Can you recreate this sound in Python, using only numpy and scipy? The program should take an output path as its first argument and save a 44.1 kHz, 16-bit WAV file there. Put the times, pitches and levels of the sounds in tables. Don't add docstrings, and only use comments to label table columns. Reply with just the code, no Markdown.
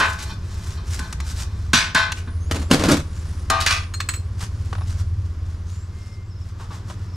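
import sys
import numpy as np
from scipy import signal
from scipy.fft import rfft, irfft, next_fast_len
from scipy.io import wavfile

SR = 44100
rng = np.random.default_rng(int(sys.argv[2]) if len(sys.argv) > 2 else 0)


def wav_out(sig):
    wavfile.write(sys.argv[1], SR, np.round(np.clip(np.atleast_2d(sig).T, -1, 1) * 32767).astype(np.int16))


N = 315742
T = np.arange(N) / SR
AGE = T[:SR * 3 // 4]

# (f/Hz, correlation/1)
PORT_LIKENESS = [(100, 1), (250, .997), (500, .96), (1000, .9), (2400, .78), (6000, .8), (14000, .6)]
# (f/Hz, level/dB)
PORT_LEAN = [(60, 0.0), (130, 0.0), (290, 0.5), (640, 1.0), (1410, 0.5), (3100, -0.5), (6820, 0.5),
             (15000, 3.5)]
# (f/Hz, phase/rad)
PORT_LEAD = [(60, 0), (250, -.08), (550, -.3), (1100, -.5), (2070, -.6), (3000, -.35), (4300, -.5),
             (6000, -.2), (11500, 0)]
EDGE_HZ = 15600
# (f/Hz, level/dB)
DRAUGHT = [(12, 0), (30, -2), (60, -9), (120, -17), (300, -34), (1000, -70)]
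DRAUGHT_DB = -57

# (f/Hz, level/dB)
AIR = [(100, 9), (170, 10.5), (260, 0.5), (350, 1.5), (450, -5), (600, -8.5), (800, -12), (1080, -6),
       (1600, -11.5), (2500, -18), (4100, -20), (5200, -18), (7400, -26.5), (9000, -34), (12000, -35),
       (15500, -54)]
WASH_DB, LULL_S, LULL_LENGTH_S, LULL_DB = -39.8, 6.25, 1.5, -5.5
# (t/s, rate/firings per s)
ENGINE_SPEED = [(0, 15.3), (.8, 15.9), (1.25, 15.3), (2.1, 17.5), (2.4, 16.9), (2.75, 14.9), (3.45, 16.5),
                (4.35, 17.6), (5.1, 16.95), (5.6, 16.9), (6.85, 18.1), (7.16, 17.6)]
# (t/s, level/dB)
THROB = [(0, -31), (.25, -28), (.9, -27), (1.7, -26), (2.0, -34), (2.4, -25), (2.8, -24), (3.1, -27.5),
         (3.45, -26), (4.1, -29), (5.05, -23.5), (6.05, -33.5), (6.85, -29), (7.16, -30)]
# (multiple of the firing rate/1, level/dB)
ENGINE_ORDERS = [(2, -4), (3, -16), (4, -1), (6, 0), (7, -17), (8, -19), (10, -17)]
# (f/Hz, level/dB)
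RUMBLE = [(15, -18), (30, -14), (45, -13), (60, -3), (80, 0), (100, -2), (120, -16), (200, -26), (500, -60),
          (3000, -100)]
BOOM_DB, BOOM_HZ, BOOM_WIDTH_HZ = 3.5, 84.5, 9
SETTLES_S, SETTLING_S = 2.4, 1.1
UNEVEN_DB, SETTLED_DB = -2, -6.5
RAGGED_DB, SMOOTH_DB = -6, -4.5
# (f/Hz, level/dB)
TRILL_BAND = [(8000, -50), (9300, -8), (9650, 0), (10000, -7), (11000, -50)]
TRILL_S, TRILL_LENGTH_S, TRILL_DB = 2.5, 2.1, -61
# (t/s, length/s, start f/Hz, level/dB)
WHISTLES = [(2.39, .12, 6150, -49), (2.61, .1, 7100, -53), (3.11, .12, 6700, -54), (4.75, .11, 10000, -59),
            (5.63, .26, 6100, -54), (6.21, .11, 7200, -63)]
RISE_HZ_PER_S = 7000
# (t/s, chips/count, level/dB)
CHIP_RUNS = [(4.8, 1, -52), (6.005, 3, -55), (6.295, 3, -56), (7.07, 2, -55)]
CHIP_S, CHIP_SPACING_S = .052, .052
CHIP_HZ, CHIP_FALL_HZ = 5480, 400
# (t/s, length/s, start f/Hz, end f/Hz, level/dB)
LONG_NOTE = (5.87, .46, 2110, 2095, -56)

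# (f/Hz, level/dB)
CLOTH = [(200, -8), (700, -6), (1400, 1), (2400, -4), (4000, -3), (5500, 0), (7800, -3), (9200, -8),
         (11500, -13), (15000, -26)]
# (t/s at the fastest point, length/s, level/dB)
SHIFTS = [(3.24, .36, -48.5), (4.425, .055, -35), (4.66, .26, -50.5), (4.905, .09, -44.5),
          (4.997, .045, -42), (5.25, .16, -56), (5.5, .12, -55), (5.73, .13, -50), (6.04, .2, -53),
          (6.46, .1, -54), (6.62, .06, -49), (6.745, .07, -46), (6.9, .06, -45), (7.03, .07, -52)]
# (t/s at the fastest point, length/s, level/dB)
SLIDES = [(.06, .17, -37), (.225, .06, -40), (.3, .1, -46), (.54, .16, -47.5), (.69, .15, -43),
          (.945, .1, -37), (1.07, .14, -48), (1.3, .08, -37), (1.405, .07, -34), (1.63, .2, -54),
          (2.18, .05, -43)]
SHIFT_TILT_DB, SLIDE_TILT_DB = -.9, .5
STIR_DB, STIR_SWAY_DB = -67, 3
# (t/s, level/dB, time to fall 20 dB/s)
KNOCKS = [(4.728, -21, .011), (4.751, -25, .012), (4.781, -30, .014), (4.809, -30, .01), (4.817, -32, .016),
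          (6.597, -39, .12), (6.706, -37, .1), (6.899, -29.5, .022)]
# (f/Hz, level/dB)
KNOCK = [(200, -14), (500, -13), (750, -9), (1020, 2), (1400, -9), (2300, -20), (3600, -18), (6000, -30),
         (14000, -50)]
# (t/s, level/dB, tilt/dB per octave, time to fall 20 dB/s)
TICKS = [(0.1, -32, 1, .015), (0.225, -33, 5, .03), (0.991, -25, 1, .014), (1.026, -36, -1, .008),
         (1.126, -24, 0, .012), (1.202, -26.5, -1, .012), (4.107, -35, 0, .01), (4.406, -33, -1, .04),
         (4.728, -33, -3, .01), (6.487, -48, 2, .012)]
# (t/s, ring level/dB, tick level/dB, second ring against the first/dB)
CLINKS = [(3.938, -26, -28, -12), (4.002, -32, -18, 1), (4.088, -31.5, -19, 10.5), (4.137, -37, -26, 8),
          (4.157, -41, -38, 10)]
# (f/Hz, level/dB, t60/s)
BANGLES = [
    [(4200, 0, .18), (6780, 0, .08), (8340, -7, .15), (13380, -13, .08)],
    [(4150, -12, .1), (6900, -14, .13), (7900, 0, .07), (8010, -5, .11), (13600, -14, .09)],
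]
# (t/s at the fastest point, length/s, level/dB)
PULLS = [(2.57, .11, -35), (2.74, .05, -22), (2.88, .14, -20)]
# (t/s, boom level/dB, grit level/dB, grit time to fall 20 dB/s)
SKIDS = [(2.511, -27, -18, .035), (2.544, -28, -26, .04), (2.56, -28, -27, .04), (2.592, -27, -33, .05),
         (2.616, -30, -31, .04), (2.703, -21, -30, .04), (2.711, -9, -8.5, .045), (2.733, -14, -13, .04),
         (2.76, -21, -25, .07), (2.794, -20, -22, .075), (2.836, -20, -18.5, .06), (2.884, -10, -17, .08),
         (2.914, -11.5, -12, .055), (2.93, -13, -21, .05), (2.968, -24, -25, .035), (2.994, -26, -25, .025)]
# (f/Hz, level/dB, t60/s)
CAN_MODES = [(146, -6, .2), (180, -10, .15), (212, -6, .15), (243, -8, .12), (270, 0, .15), (295, -4, .15),
             (335, -8, .13), (410, -12, .1), (555, -10, .12)]
# (f/Hz, level/dB)
GRIT = [(70, -6), (110, 6), (160, 8), (300, 9), (420, 1), (560, 4), (750, -3), (1300, 0), (1900, -6),
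        (4500, -7), (8000, -11), (12000, -20.5), (15000, -38)]
# (t/s at the fastest point, length/s, level/dB)
SCRAPES = [(.25, .14, -38), (.68, .5, -47), (1.04, .12, -43), (1.32, .5, -48)]
# (f/Hz, level/dB)
CLATTER = [(200, -26), (500, -19), (820, -15), (1100, -1), (1600, 0), (2100, -4), (2550, -2), (3200, -7),
           (4200, -6), (7000, -13), (11000, -26), (15000, -43)]
# (f/Hz, level/dB)
CRACK = [(200, -14), (700, -8), (1300, 0), (3000, -4), (7500, -5), (11000, -15), (15000, -30)]
# (f/Hz, level/dB)
THUMP = [(50, -20), (110, -4), (220, 0), (290, -3), (400, -20), (900, -40), (4000, -80)]
# (t/s, ring level/dB, clatter level/dB, brightness/dB per octave,
# base time to fall 20 dB/s, crack level/dB, thump level/dB)
LID_HITS = [(3.5, -17, -24, -3.5, .225, -8, -28), (3.602, -34, -20, 5, .07, -27, -50),
            (3.662, -29, -13, 1.5, .08, -10, -42), (3.706, -28, -15.5, .8, .12, -24, -50)]
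# (f/Hz, level/dB)
LID_MODES = [(662, -8), (759, -9), (791, -9), (899, -9), (1063, -7), (1133, -7), (1182, -7), (1219, 2),
             (1553, -5), (1868, -6), (2417, -10), (2972, -9), (3558, -10), (3615, -13), (3768, -12),
             (3900, -13), (4094, -12), (4266, -9), (4309, -13), (4616, -15), (5214, -14), (5284, -16)]
# (t/s, ring level/dB, clatter level/dB, brightness/dB per octave,
# base time to fall 20 dB/s, crack level/dB, thump level/dB)
TIN_HITS = [(0.0, -16, -16, -4.2, .135, -18, -28), (0.185, -42, -35, 4, .12, -45, -45),
            (0.992, -35, -43, -5, .15, -40, -31), (1.732, -18, -11.5, 1.7, .155, -11, -15),
            (1.947, -14, -16, -.6, .155, -12, -23), (2.119, -25, -15.5, 1.3, .014, -22, -38),
            (2.168, -46, -37, 0, .08, -60, -48), (2.272, -38, -45, -3, .04, -52, -34)]
# (f/Hz, level/dB)
TIN_MODES = [(665, -16), (848, -14), (899, -12), (1036, -5), (1069, -11), (1120, -9), (1249, -10),
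             (1480, -11), (1513, -1), (1593, -4), (1628, -9), (1723, -6), (1771, -11), (2008, -12),
             (2398, -12), (2514, -13), (3147, -13), (3561, -9), (3679, -16), (3733, -15), (3959, -15),
             (3994, -15), (4046, -14), (4210, -16), (4261, -16), (4546, -14), (5192, -18), (5262, -19),
             (5631, -16), (5693, -19)]


def amp(db):
    return 10 ** (np.asarray(db) / 20)


def unit(x):
    return x / np.sqrt(np.mean(x ** 2) + 1e-20)


def read(points, hz):
    f, value = np.transpose(points)
    return np.interp(np.log(hz + 1), np.log(f), value)


def curves(rows):
    s, *columns = np.transpose(rows)
    return [np.interp(T, s, c) for c in columns]


def add(mix, s, sound):
    part = mix[max(round(s * SR), 0):][:len(sound)]
    part += sound[:len(part)]


def drift(rate):
    knots = rng.standard_normal(N // 16)
    return unit(np.interp(T * rate, np.arange(len(knots)), knots))


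def colour(x, spectrum):
    size = next_fast_len(len(x))
    gain = amp(read(spectrum, np.fft.rfftfreq(size, 1 / SR)))
    return unit(irfft(rfft(x, size) * gain, size)[:len(x)])


def swells(rows, attack=.45, shape=2.0):
    attack, power = np.clip(attack, .05, .95), 0
    for s, length, db in rows:
        away = abs(T - s) / (length * np.where(T < s, attack, 1 - attack))
        power = power + amp(db) ** 2 * .5 ** (2 * np.minimum(away ** shape, 20))
    return np.sqrt(power)


def dying(length, hold=1, rise=.0005):
    fall = amp(-20 * np.minimum((AGE / length) ** hold, 8))
    return fall * (1 - np.exp(-AGE / rise))


def ripple(hz, depth_db, width_hz=22):
    knots = np.clip(rng.standard_normal(len(AGE)), -2, 2)
    return amp(depth_db * np.interp(hz / width_hz, np.arange(len(knots)), knots))


def burst(spectrum, length, tilt_db=0, hold=1, damping=0, rise=.0005, grain_db=0, ripple_db=0):
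    hz, out = np.fft.rfftfreq(len(AGE), 1 / SR), 0
    octave = np.log2(np.clip(hz, 125, 16000) / 1000)
    shape = amp(read(spectrum, hz) + tilt_db * octave) * ripple(hz, ripple_db)
    phases = np.exp(2j * np.pi * rng.random(len(hz)))
    z = rfft(unit(irfft(shape * phases, len(AGE))))
    for k in range(-3, 5):
        band = irfft(z * np.maximum(1 - abs(octave - k), 0), len(AGE))
        band_length = length * 2 ** (-damping * max(k - 1, 0))
        out = out + band * dying(band_length, hold, rise)
    return out * unit(amp(grain_db * drift(350)[:len(AGE)]))


def ring(modes, spread=0):
    hz, db, t60 = np.transpose(modes)[:, :, None]
    phase, detune = rng.uniform(-1, 1, (2, len(modes), 1))
    waves = np.sin(2 * np.pi * hz * (1 + spread * detune) * AGE + np.pi * phase)
    return (amp(db - 60 * AGE / t60) * waves).sum(0) / np.sqrt((amp(db) ** 2).sum() / 2)


def draught():
    return amp(DRAUGHT_DB) * np.array([colour(noise, DRAUGHT) for noise in rng.standard_normal((2, N))])


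def outdoors():
    lull = swells([(LULL_S, LULL_LENGTH_S, 0)], attack=.58, shape=1.3)
    level_db = WASH_DB + LULL_DB * lull + .8 * drift(7)
    return amp(level_db) * colour(rng.standard_normal(N), AIR)


def engine():
    (rate,), (level_db,) = curves(ENGINE_SPEED), curves(THROB)
    settled = np.clip(.5 + (T - SETTLES_S) / SETTLING_S, 0, 1)
    turns = np.cumsum(rate * (1 + .009 * drift(12))) / SR
    orders = unit(sum(amp(db + 2.5 * drift(4)) * np.cos(2 * np.pi * k * turns) for k, db in ENGINE_ORDERS))
    resonance = 1 / np.hypot(1, 2 * (5 * rate - BOOM_HZ) / BOOM_WIDTH_HZ)
    boom = unit(np.cos(2 * np.pi * 5 * turns)) * resonance
    tones_db = RAGGED_DB + (SMOOTH_DB - RAGGED_DB) * settled
    tones = amp(tones_db) * (orders + amp(BOOM_DB) * boom)
    rumble_db = UNEVEN_DB + (SETTLED_DB - UNEVEN_DB) * settled
    rumble = amp(rumble_db) * colour(rng.standard_normal(N), RUMBLE)
    return amp(level_db) * (tones + rumble)


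def insect():
    level = swells([(TRILL_S, TRILL_LENGTH_S, TRILL_DB)], attack=.13, shape=2.2)
    return level * amp(3 * drift(25)) * colour(rng.standard_normal(N), TRILL_BAND)


def whistle(length, start_hz, end_hz, db, waver, flutter_db):
    size = int(length * SR)
    hz = np.linspace(start_hz, end_hz, size) * (1 + waver * drift(600)[:size])
    level = amp(db + flutter_db * drift(70)[:size]) * signal.windows.tukey(size, .6)
    return level * np.sin(2 * np.pi * np.cumsum(hz) / SR)


def birds():
    out = np.zeros(N)
    for s, length, hz, db in WHISTLES:
        add(out, s, whistle(length, hz, hz + RISE_HZ_PER_S * length, db, waver=.014, flutter_db=3))
    for s, chips, db in CHIP_RUNS:
        for k in range(round(chips)):
            chip = whistle(CHIP_S, CHIP_HZ, CHIP_HZ - CHIP_FALL_HZ, db, waver=.02, flutter_db=3)
            add(out, s + k * CHIP_SPACING_S, chip)
    add(out, LONG_NOTE[0], whistle(*LONG_NOTE[1:], waver=.004, flutter_db=1.2))
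    return out


def fibres(tilt_db):
    spectrum = [(hz, db + tilt_db * np.log2(hz / 3000)) for hz, db in CLOTH]
    clumps = amp(3 * drift(1500) + 1.5 * drift(90))
    return colour(rng.standard_normal(N) * clumps, spectrum)


def rustle():
    stir = amp(STIR_DB + STIR_SWAY_DB * drift(12))
    cloth = np.hypot(swells(SHIFTS, attack=.46, shape=1.8), stir)
    fingers = swells(SLIDES, attack=.52, shape=1.9)
    return fingers * fibres(SLIDE_TILT_DB) + cloth * fibres(SHIFT_TILT_DB)


def knocks_and_ticks():
    out = np.zeros(N)
    for s, db, tilt_db, length in TICKS:
        add(out, s, amp(db) * burst(CRACK, length, tilt_db, hold=1.4, rise=.001))
    for s, db, length in KNOCKS:
        add(out, s, amp(db) * burst(KNOCK, length, hold=1.2, rise=.001))
    return out


def bangles():
    out = np.zeros(N)
    for s, ring_db, tick_db, second_db in CLINKS:
        rings = ring(BANGLES[0], spread=.004) + amp(second_db) * ring(BANGLES[1], spread=.004)
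        chatter = unit(amp(1.6 * drift(200)[:len(AGE)]))
        onset = 1 - np.exp(-AGE / .001)
        add(out, s, amp(ring_db) * rings * chatter * onset)
        add(out, s, amp(tick_db) * burst(CLATTER, .02, tilt_db=-.5, rise=.001))
    return out


def jerrycan():
    dull = [(hz, db - 2.5 * max(np.log2(hz / 600), 0)) for hz, db in GRIT]
    sliding = colour(rng.standard_normal(N) * amp(3 * drift(400)), dull)
    out = swells(PULLS, attack=.55, shape=2.3) * sliding
    for s, boom_db, grit_db, length in SKIDS:
        boom = ring(CAN_MODES, spread=.05) * (1 - np.exp(-AGE / .003))
        grit = burst(GRIT, length, hold=1.3, damping=.1, rise=.001, grain_db=2.5, ripple_db=4.5)
        add(out, s, amp(boom_db) * boom)
        add(out, s, amp(grit_db) * grit)
    return out


def scraping():
    body = ring([(hz, .4 * db, .2) for hz, db in TIN_MODES], spread=.01)
    friction = rng.standard_normal(N) * amp(4 * drift(120))
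    return swells(SCRAPES, attack=.42, shape=2.2) * unit(signal.oaconvolve(friction, body)[:N])


def metal(hits, modes, free_t60, hold, damping, ring_length, rise, rattle_db, stilling_db):
    out = np.zeros(N)
    for s, ring_db, clatter_db, tilt_db, length, crack_db, thump_db in hits:
        out = out * amp(stilling_db * np.clip((T - s) / .012, 0, 1))
        struck = [(hz, db + tilt_db * max(np.log2(hz / 1200), 0), free_t60 * np.sqrt(1000 / hz))
                  for hz, db in modes]
        tone = ring(struck, spread=.001) * dying(length * ring_length, hold, rise)
        clatter = burst(CLATTER, length, tilt_db, hold, damping, rise, rattle_db, ripple_db=5)
        add(out, s, amp(ring_db) * tone)
        add(out, s, amp(clatter_db) * clatter)
        add(out, s, amp(crack_db) * burst(CRACK, .012, rise=.001))
        add(out, s, amp(thump_db) * burst(THUMP, .045, hold=1.3, rise=.002))
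    return out


def floor_lid():
    return metal(LID_HITS, LID_MODES, free_t60=1.5, hold=1.3, damping=.15, ring_length=1.2,
                 rise=.002, rattle_db=2.2, stilling_db=-2)


def paint_tin():
    return metal(TIN_HITS, TIN_MODES, free_t60=2.4, hold=1.3, damping=.2, ring_length=1.45,
                 rise=.003, rattle_db=1.2, stilling_db=-10)


def veranda(x, wet_db=-15, t60=.3):
    tail = rng.standard_normal(len(AGE)) * amp(-60 * AGE / t60) * (AGE > .004)
    return x + amp(wet_db) * signal.oaconvolve(x, tail / np.linalg.norm(tail))[:N]


def ports(x):
    size = next_fast_len(N + SR)
    hz, z = np.fft.rfftfreq(size, 1 / SR), rfft(x, size)
    scatter = rng.standard_normal(len(AGE)) * dying(.06)
    other = rfft(scatter / np.linalg.norm(scatter), size)
    same = np.clip(read(PORT_LIKENESS, hz), 0, 1)
    shared, apart = np.sqrt((1 + same) / 2), np.sqrt((1 - same) / 2) * other
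    lean = amp(read(PORT_LEAN, hz) / 2) * np.exp(.5j * read(PORT_LEAD, hz))
    return irfft([z * (shared + apart) * lean, z * (shared - apart) / lean], size)[:, :N]


def scene():
    outside = outdoors() + engine() + insect() + birds()
    handling = rustle() + knocks_and_ticks() + bangles() + jerrycan()
    lid_and_tin = scraping() + floor_lid() + paint_tin()
    near = veranda(handling + lid_and_tin)
    return ports(near + outside) + draught()


def record(dry):
    low_pass = signal.firwin(301, EDGE_HZ, window=("kaiser", 9), fs=SR)
    return signal.oaconvolve(np.clip(dry, -1, 1), low_pass[None], "same")


dry = scene()
out = record(dry)
wav_out(out)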